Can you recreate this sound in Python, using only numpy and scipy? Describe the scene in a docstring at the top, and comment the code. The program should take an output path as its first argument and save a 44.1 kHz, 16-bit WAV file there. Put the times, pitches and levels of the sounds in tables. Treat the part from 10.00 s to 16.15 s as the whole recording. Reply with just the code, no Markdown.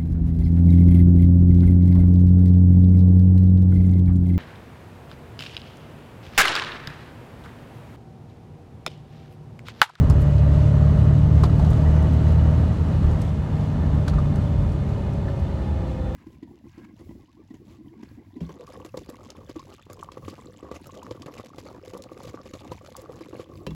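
"""A low diesel boom fills a coach cabin throughout: the engine pulls gently, then eases off and slows.
Crank-locked sines drive cabin air modes and body panels, with two gears whining and narrow noise bands ringing.
Filtered noise makes the tyre rumble, the floor's drumming, the roar and the air hiss.
Bumps heave the body and thump; decaying sines and noise bursts make trim knock and fittings tick and scrape."""
import sys
import numpy as np
from scipy.fft import rfft, irfft, next_fast_len
from scipy.io import wavfile
from scipy.ndimage import uniform_filter1d, map_coordinates

SR = 44100
rng = np.random.default_rng(int(sys.argv[2]) if len(sys.argv) > 2 else 0)


def wav_out(sig):
    """Save sig, one row per channel (or a flat mono array), as 16-bit PCM at SR to the path in sys.argv[1]."""
    wavfile.write(sys.argv[1], SR, np.round(np.clip(np.atleast_2d(sig).T, -1, 1) * 32767).astype(np.int16))


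N = 271215
BURST = SR // 4  # longest burst, in samples
TOP_HZ = 15800

# crankshaft speed: (t/s, rotation/(turns per s))
SPEED = [(0, 23.45), (.5, 23.88), (1, 24.42), (1.6, 25), (2.3, 25.7), (2.7, 25.86), (3.1, 25.66),
         (3.5, 25.1), (3.9, 24.68), (4.3, 24.22), (4.7, 23.44), (5, 22.9), (5.4, 22.22), (5.7, 21.5),
         (5.9, 21.07), (6.15, 20.55)]
# throttle opening: (t/s, opening/0-1)
LOAD = [(0, 0.91), (.5, 0.76), (1.7, 0.8), (2.55, 0.89), (2.68, 0.53), (2.86, 0.59), (3.1, 0.4),
        (3.35, 0.09), (6.15, 0)]
CRUISE_TURNS_PER_S, FIRINGS_PER_TURN = 25, 3

# orders that drive cabin air modes, levels at resonance:
# (multiple of crankshaft speed, mode f/Hz, width/Hz, pulling level/dB, coasting level/dB, throb/0-1)
BOOM = [(3, 70.2, 34, -15.5, -31.5, 0.22), (4.5, 109.3, 10, -17.5, -30.5, 0.3),
        (6, 145.25, 10.8, -16.5, -25.5, 0.04)]
# low, rough engine orders: (multiple of crankshaft speed, pulling level/dB, coasting level/dB)
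GROWL = [(1.5, -42.5, -48), (2.5, -37, -40.5), (3.5, -38, -43), (5.5, -34, -45), (6.5, -40, -46.5),
         (7, -38, -43.5), (9, -49.5, -39.5), (10, -51.5, -47), (11, -49, -50), (12, -53.5, -58.5)]
# higher orders that excite body panels, levels away from resonance:
# (multiple of crankshaft speed, pulling level/dB, coasting level/dB, panel f/Hz, width/Hz, lift/dB)
PANELS = [(8, -40.5, -42.5, 195, 10, 7), (13, -47, -51.5, 278, 12, 8), (16, -52, -51.5, 342, 34, 8.5),
          (18, -50, -54.5, 410, 34, 11.5), (35, -54.5, -65, 895, 60, 6), (36, -65, -63, 780, 60, 6),
          (39, -66, -60, 838, 40, 11), (40, -66, -65, 930, 50, 8), (44, -63, -60, 1078, 30, 7)]

# tooth-meshing rates of the lower and the upper gear: (multiples of crankshaft speed)
GEAR_ORDERS = (23.96, 25.16)
# whine as the pressure on the teeth comes and goes: (t/s, lower gear level/dB, upper gear level/dB)
WHINE = [(0, -45, -43), (.9, -44, -41), (1.25, -45, -50), (1.6, -53, -48), (1.9, -52, -42), (2.4, -52, -44),
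         (2.9, -54, -57), (3.6, -51, -56), (4.2, -43.5, -53), (4.8, -46, -47), (5.3, -55, -42),
         (5.7, -50, -48), (6, -43, -40), (6.15, -46, -39.5)]

# narrow resonances of engine casing and air ducts: (f/Hz, width/Hz, pulling level/dB, coasting level/dB)
RINGS = [(642, 39, -48, -51), (784, 36, -62, -51), (930, 36, -56.5, -54.5), (1206, 45, -54.5, -58),
         (1768, 45, -63.5, -61.5), (1932, 29, -57.5, -71), (2133, 51, -63, -63), (2507, 45, -63.5, -65),
         (2930, 57, -60, -66.5), (3533, 29, -72, -64.5), (3970, 140, -65, -68), (4375, 230, -66.5, -69),
         (6190, 80, -70, -79.5), (7650, 110, -73.5, -80), (11066, 100, -84.5, -89.5)]
RING_FLUTTER, RING_WAVER_DB = .25, 1.2

# coarseness of the road: (t/s, rumble level/dB against an average road)
ROAD = [(0, 8), (.36, 0), (.9, 1), (1.35, 5), (1.95, 2), (2.5, 3), (3.52, -3), (3.85, 1), (4.55, 1.5),
        (4.92, -3.5), (6.15, -6)]
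# noise spectra, relative before scaling to rms 1: (f/Hz, level/dB)
SUSPENSION = [(14, -32.5), (25, -9), (32, -7), (39, 17.5), (52, 29.5), (62, -5), (90, -63)]
FLOOR = [(35, -67), (52, -6.5), (62, -10.5), (80, 7.5), (100, 3.5), (120, -10), (140, -34), (200, -62)]
TYRES = [(80, -54), (120, -6), (150, 3.5), (200, -1), (245, -5), (285, -6), (340, -17.5), (500, -42)]
ROAR = [(180, -41.5), (300, -1), (400, 1.5), (500, 0), (640, -1), (730, -5.5), (920, -7), (1080, -9.5),
        (1250, -10), (1600, -15), (2000, -18.5), (2300, -35), (4000, -41.5)]
HISS = [(1000, -34.5), (2200, 3), (3000, 3.5), (4200, -3), (5200, -5), (7600, -8.5), (9000, -13),
        (11500, -17.5), (13000, -22), (15800, -23)]
# road layers before bumps: (level/dB on an average road, level/dB per dB of rumble)
HEAVE_DB, HEAVE_FOLLOWS = -35, 1
DRUM_DB, DRUM_FOLLOWS = -25, 1
TYRE_DB, TYRE_FOLLOWS = -29, 0.89
# saloon noise before bumps: (level/dB coasting at cruise, rise/dB at full throttle, rise/dB per turn/s)
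ROAR_DB, ROAR_PULL_DB, ROAR_SPEED_DB = -39, 4, .5
HISS_DB, HISS_PULL_DB, HISS_SPEED_DB = -55, 3, .5
# early copies of the hiss: (level/dB of each, longest delay/s)
REFLECTION_DB, REFLECTION_S = -20.5, .012

# bumps in the road: (t/s, heave level/dB, thump level/dB, thump f/Hz)
BUMPS = [(0.021, -27.5, -40, 62.4), (0.498, -28, -19, 74.4), (0.86, -29, -17, 77.6), (1.311, -30, -20, 63),
         (1.602, -22.5, -14, 66.5), (2.281, -42, -11.5, 73.7), (3.021, -20.5, -15, 72.2),
         (3.85, -31, -12.5, 70.3), (4.113, -26, -12, 59.5), (4.58, -24, -10.5, 78.8),
         (5.405, -60, -13.5, 81.7), (5.685, -57, -12, 73.3)]
HEAVE_RISE_S, HEAVE_T60_S = 0.017, 0.67

# ticks of small metal fittings: (t/s, bright crack level/dB, click level/dB, ring level/dB)
TICKS = [(0.099, -39, -37.5, -40.5), (1.435, -37, -47, -57), (1.5544, -51, -58, -68),
         (1.594, -50, -52, -66), (1.9624, -50, -57, -68), (2.0263, -48, -52, -68), (2.1321, -48, -53, -68),
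         (2.2847, -55, -53, -66), (2.3216, -48, -53, -65), (2.8828, -53, -58, -70), (3.2165, -40, -45, -61),
         (3.9494, -54, -56, -68), (4.0806, -46, -47.5, -57), (4.3575, -47, -48, -57),
         (5.1352, -53, -56, -70), (5.3991, -53, -60, -70)]
# modes of a fitting: (f/Hz, level/dB against the ring, t60/s)
FITTING = [(5000, -3.5, 0.076), (7330, -7, 0.02), (11030, -6.5, 0.049)]
TICK_REBOUND_S, TICK_REBOUND_DB = .032, -11  # delay, and level against the first crack
CHATTER_S, CHATTER_DB = 0.33, -41  # span after a bump, and weakest level against its heave

# trim knocks: (t/s, snap level/dB, panel level/dB, blow centre f/Hz, blow width/Hz, ring t60/s)
KNOCKS = [(0.1, -45, -25.5, 950, 700, 0.075), (.379, -43.5, -49, 1200, 300, 0.049),
          (1.4357, -30.5, -18.5, 1110, 620, 0.06), (1.496, -50, -34, 1260, 450, 0.05),
          (1.596, -45.5, -24.5, 850, 450, 0.05), (1.645, -42.5, -42, 1200, 300, 0.054),
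          (1.672, -56, -31, 700, 300, 0.055), (1.7295, -43.5, -37, 1220, 300, 0.065),
          (2.633, -56, -32, 700, 400, 0.05), (4.078, -32.5, -27.5, 1480, 700, 0.066),
          (4.135, -48, -37, 1210, 350, 0.07), (4.1836, -48, -30.5, 1210, 190, 0.085),
          (5.281, -55, -37.5, 1720, 300, 0.16)]
# modes of a hollow trim panel: (f/Hz, relative level/dB, ring time as a share of the knock's t60)
PANEL_MODES = [(378, 7.5, 1.8), (570, -7, 0.91), (716, 1.5, 1.3), (870, -2, 1.3), (1044, 0.5, 0.67),
               (1205, -0.5, 0.69), (1345, -3, 0.9), (1517, -8.5, 0.56), (1760, -11, 0.7)]
# resonances of the plastic trim: (f/Hz, width/Hz, relative level/dB)
TRIM = [(3720, 1200, 5), (4100, 300, 0), (4600, 350, 0), (6100, 1600, -9), (8600, 4700, -11.5)]
# first flex of the struck spot: (level/dB against the panel, t60/s)
PUSH_DB, PUSH_T60_S = 4, .018
# scattering among the seats: (delay/s, level/dB against the panel, t60/s)
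SCATTER_DELAY_S, SCATTER_DB, SCATTER_T60_S = 0.0017, -10.5, 0.053
# lower band of the scattered sound: (share of the blow's frequency, relative level/dB)
UNDERTONE_SHARE, UNDERTONE_DB = .68, -7.5
SNAP_DELAY_S, SNAP_LIFE = .0022, 0.62  # life is the snap's t60 as a share of the knock's
# rebound of the snap: (delay/s after the blow, level/dB against the snap)
KNOCK_REBOUND_S, SNAP_REBOUND_DB = 0.016, -6

# fittings that rub for a moment: (t/s, length/s, peak level/dB)
SCRAPES = [(0.197, 0.04, -56.5), (1.696, 0.03, -55.5)]


def amp(db):
    """Amplitude ratio from the decibel law."""
    return 10 ** (np.asarray(db) / 20)


def unit(x):
    """Normalisation to rms 1 equalises signal power."""
    return x / np.sqrt(np.mean(x ** 2) + 1e-20)


def curves(rows):
    """Linear interpolation gives each column after t a value at every sample."""
    times, *columns = np.transpose(rows)
    return [np.interp(np.arange(N) / SR, times, column) for column in columns]


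def wobble(rate):
    """Spline interpolation of random knots, rate per second, gives a smooth random curve."""
    knots = rng.standard_normal(int(N * rate / SR) + 4)
    return map_coordinates(knots, [np.arange(N) * rate / SR])


def filtered(x, response):
    """Linear filtering is multiplication of the spectrum by a frequency response."""
    size = next_fast_len(N + SR // 4)
    return irfft(rfft(x, size) * response(np.fft.rfftfreq(size, 1 / SR)), size)[:N]


def noise(spectrum):
    """Spectral shaping colours white noise, here to rms 1 on a logarithmic frequency axis."""
    f, db = np.transpose(spectrum)
    # bands outside the table are all but silent
    gain = lambda hz: amp(np.interp(np.log(hz + 1), np.log(f), db, -120, -120))
    return unit(filtered(rng.standard_normal(N), gain))


def resonant(modes):
    """Resonance concentrates white noise around each (f/Hz, width/Hz, level/dB); rms is 1."""
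    def gain(f):
        return sum(amp(db) / (1 + ((f - hz) / (width / np.sqrt(2))) ** 2) for hz, width, db in modes)
    return unit(filtered(rng.standard_normal(N), gain))


def steadied(x, seconds):
    """Division by the local rms removes slow swells and leaves fast flutter."""
    size = max(int(seconds * SR), 1)
    power = uniform_filter1d(uniform_filter1d(x ** 2, size), size)
    return x / np.sqrt(np.abs(power) + 1e-6)


def tone(hz, s):
    """Simple harmonic motion: a sine of rms 1 that starts at s and lasts one burst."""
    out, start = np.zeros(N + SR), int(np.clip(round(s * SR), 0, N - 1))
    out[start:start + BURST] = np.sqrt(2) * np.sin(2 * np.pi * hz * np.arange(BURST) / SR)
    return out


def add(track, s, source, db, t60, attack):
    """Exponential damping: a burst of the source starts at s and decays by 60 dB in t60."""
    start = int(np.clip(round(s * SR), 0, N - 1))
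    t = np.arange(min(BURST, N - start)) / SR
    part = slice(start, start + len(t))
    track[part] += source[part] * amp(db - 60 * t / t60) * (1 - np.exp(-t / attack))


def pace(speed):
    """Relative rotation: crankshaft turns per second above cruising speed."""
    return speed - CRUISE_TURNS_PER_S


def sway():
    """Damped response: every bump raises the heave and the dampers calm it."""
    t = np.arange(N) / SR
    total = np.zeros(N)
    for s, db, _, _ in BUMPS:
        age = np.maximum(t - s, 0)
        total += amp(db - 60 * age / HEAVE_T60_S) * (1 - np.exp(-age / HEAVE_RISE_S))
    return total


def order_tone(crank, multiple, rough):
    """Order locking ties phase to crank angle; random irregularity shakes size and phase."""
    angle = multiple * crank + rng.uniform(0, 2 * np.pi)
    in_phase = (1 + rough * wobble(12)) * np.sin(angle)
    quadrature = rough * wobble(12) * np.cos(angle)
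    return np.sqrt(2) * (in_phase + quadrature) / np.sqrt(1 + 2 * rough ** 2)


def driven(load, pull, coast):
    """Forced excitation: the level in dB runs linearly from coasting to pulling with throttle."""
    return amp(coast + load * (pull - coast))


def panel_gain(hz, centre_hz, width, lift_db):
    """Resonance lifts an order while its frequency sweeps past the panel's."""
    return amp(lift_db / (1 + (2 * (hz - centre_hz) / width) ** 2))


def engine(crank, speed, load):
    """Forced resonance: engine orders boom in air modes, growl and make panels sing."""
    out = np.zeros(N)
    for multiple, mode_hz, width, pull, coast, throb in BOOM:
        mode = 1 / np.hypot(1, 2 * (multiple * speed - mode_hz) / width)
        out += driven(load, pull, coast) * mode * order_tone(crank, multiple, rough=throb)
    for multiple, pull, coast in GROWL:
        out += driven(load, pull, coast) * order_tone(crank, multiple, rough=0.46)
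    for multiple, pull, coast, panel_hz, width, lift_db in PANELS:
        lift = panel_gain(multiple * speed, panel_hz, width, lift_db)
        out += driven(load, pull, coast) * lift * order_tone(crank, multiple, rough=0.14)
    return out


def gears(crank):
    """Tooth meshing gives two tones nearly a semitone apart; backlash makes them waver."""
    backlash = unit(1 + 0.17 * wobble(45))
    whine = np.zeros(N)
    for multiple, db in zip(GEAR_ORDERS, curves(WHINE)):
        whine += amp(db) * order_tone(crank, multiple, rough=0.11)
    return backlash * whine


def rings(crank, load):
    """Fixed resonances sing, amplitude-modulated at each firing, their balance set by throttle."""
    flutter = unit(1 + RING_FLUTTER * np.cos(FIRINGS_PER_TURN * crank))
    out = np.zeros(N)
    for hz, width, pull, coast in RINGS:
        waver = amp(RING_WAVER_DB * wobble(7))
        out += driven(load, pull, coast) * waver * resonant([(hz, width, 0)])
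    return flutter * out


def road(heaving):
    """Random excitation by the road shakes suspension, floor and tyres; bumps lift the first two."""
    coarse = curves(ROAD)[0]
    heave_size = amp(HEAVE_DB + HEAVE_FOLLOWS * coarse) + heaving
    drum_size = amp(DRUM_DB + DRUM_FOLLOWS * coarse) + 0.2 * heaving
    tyre_size = amp(TYRE_DB + TYRE_FOLLOWS * coarse)
    heave = heave_size * steadied(noise(SUSPENSION), seconds=0.086)
    drum = drum_size * steadied(noise(FLOOR), seconds=0.0083)
    tyres = tyre_size * steadied(noise(TYRES), seconds=0.57)
    return heave + drum + tyres


def reflected(x):
    """Interference with early copies from windows, racks and seat backs ripples the spectrum."""
    copies = rng.uniform(size=(8, 2))  # share of the longest delay, phase in turns

    def response(hz):
        phases = [hz * REFLECTION_S * late + turn for late, turn in copies]
        return 1 + sum(amp(REFLECTION_DB) * np.exp(-2j * np.pi * phase) for phase in phases)
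    return unit(filtered(x, response))


def cabin(crank, speed, load, heaving):
    """Broadband roar and hiss grow with speed, throttle and heave; firing modulates them softly."""
    roar_db = ROAR_DB + ROAR_PULL_DB * load + ROAR_SPEED_DB * pace(speed)
    hiss_db = HISS_DB + HISS_PULL_DB * load + HISS_SPEED_DB * pace(speed)
    firing = np.cos(FIRINGS_PER_TURN * crank)
    roar = amp(roar_db + 1.0 * wobble(14)) * (1 + 0.052 * firing) * noise(ROAR)
    hiss = amp(hiss_db + 0.72 * wobble(13)) * (1 + 0.033 * firing) * reflected(noise(HISS))
    return (roar + hiss) * (1 + 2.0 * heaving)


def thumps():
    """Impulsive excitation: a wheel crossing a bump rings a low air mode of the saloon."""
    out = np.zeros(N)
    for s, _, db, hz in BUMPS:
        add(out, s, tone(hz, s), db, t60=0.31, attack=0.023)
    return out


def fittings():
    """Impact makes loose metal crack, ring and rebound; bumps also leave a faint random chatter."""
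    out = np.zeros(N)
    click = steadied(resonant([(5000, 3600, 13.0), (8250, 3000, 1.0), (11300, 2100, -7.0)]), seconds=.003)
    crack = steadied(resonant([(8000, 3500, 0), (11500, 3000, -2)]), seconds=.001)
    for s, crack_db, click_db, ring_db in TICKS:
        add(out, s, crack, crack_db, t60=0.0064, attack=0.0001)
        add(out, s, click, click_db, t60=0.045, attack=0.00014)
        for hz, mode_db, t60 in FITTING:
            add(out, s, tone(hz, s), ring_db + mode_db, t60, attack=0.00043)
        add(out, s + TICK_REBOUND_S, crack, crack_db + TICK_REBOUND_DB, t60=0.01, attack=0.00022)
    for s, heave_db, _, _ in BUMPS:
        for when, strength in rng.uniform(size=(7, 2)):
            chatter_db = heave_db + CHATTER_DB + 6 * strength
            add(out, s + CHATTER_S * when, click, chatter_db, t60=0.093, attack=0.001)
    return out


def trim():
    """Modal impact: a blow flexes and rings the hollow panel; its edge snaps shut and rebounds once."""
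    out, snap = np.zeros(N), steadied(resonant(TRIM), seconds=0.003)
    mode_hz, mode_db, life = np.transpose(PANEL_MODES)
    for s, snap_db, panel_db, blow_hz, width, t60 in KNOCKS:
        # closeness to the blow's centre frequency favours a mode
        size = amp(mode_db) / np.hypot(1, 2 * (mode_hz - blow_hz) / width)
        for hz, gain, share in zip(mode_hz, size / np.linalg.norm(size), life):
            detuned_hz = hz * (1 + 0.008 * rng.standard_normal())
            add(out, s, gain * tone(detuned_hz, s), panel_db, share * t60, attack=0.0007)
        add(out, s, tone(blow_hz, s), panel_db + PUSH_DB, PUSH_T60_S, attack=0.0015)

        undertone = (UNDERTONE_SHARE * blow_hz, 260, UNDERTONE_DB)
        scatter = steadied(resonant([(blow_hz, width, 0), undertone]), seconds=0.0031)
        add(out, s + SCATTER_DELAY_S, scatter, panel_db + SCATTER_DB, SCATTER_T60_S, attack=0.0025)

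        snap_t60 = SNAP_LIFE * t60
        add(out, s + SNAP_DELAY_S, snap, snap_db, snap_t60, attack=0.00046)
        add(out, s + KNOCK_REBOUND_S, snap, snap_db + SNAP_REBOUND_DB, snap_t60, attack=0.0024)
    return out


def scrapes():
    """Friction: a slipping fitting gives a short, thin swell of gritty noise."""
    t = np.arange(N) / SR
    hard = resonant([(7000, 2500, 1.5), (10100, 2600, -5.5), (12800, 2000, -6.5)])
    grit = unit(amp(4 * wobble(400)) * hard)
    swell = np.zeros(N)
    for s, length, db in SCRAPES:
        swell += amp(db) * np.sin(np.pi * np.clip((t - s) / length, 0, 1))
    return grit * swell


def scene():
    """Linear superposition of all sources, which share crank angle, throttle and heave."""
    speed = curves(SPEED)[0]
    crank = 2 * np.pi * np.cumsum(speed) / SR  # angle in radians
    load = np.clip(curves(LOAD)[0], 0, 1)
    heaving = sway()
    drive = engine(crank, speed, load) + gears(crank) + rings(crank, load)
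    ride = road(heaving) + cabin(crank, speed, load, heaving) + thumps()
    return (drive + ride + fittings() + trim() + scrapes())[None]


def record(dry):
    """Band limitation: an ideal low-pass filter removes everything from TOP_HZ upwards."""
    return filtered(dry[0], lambda hz: hz < TOP_HZ)[None]


dry = scene()
out = record(dry)
wav_out(out)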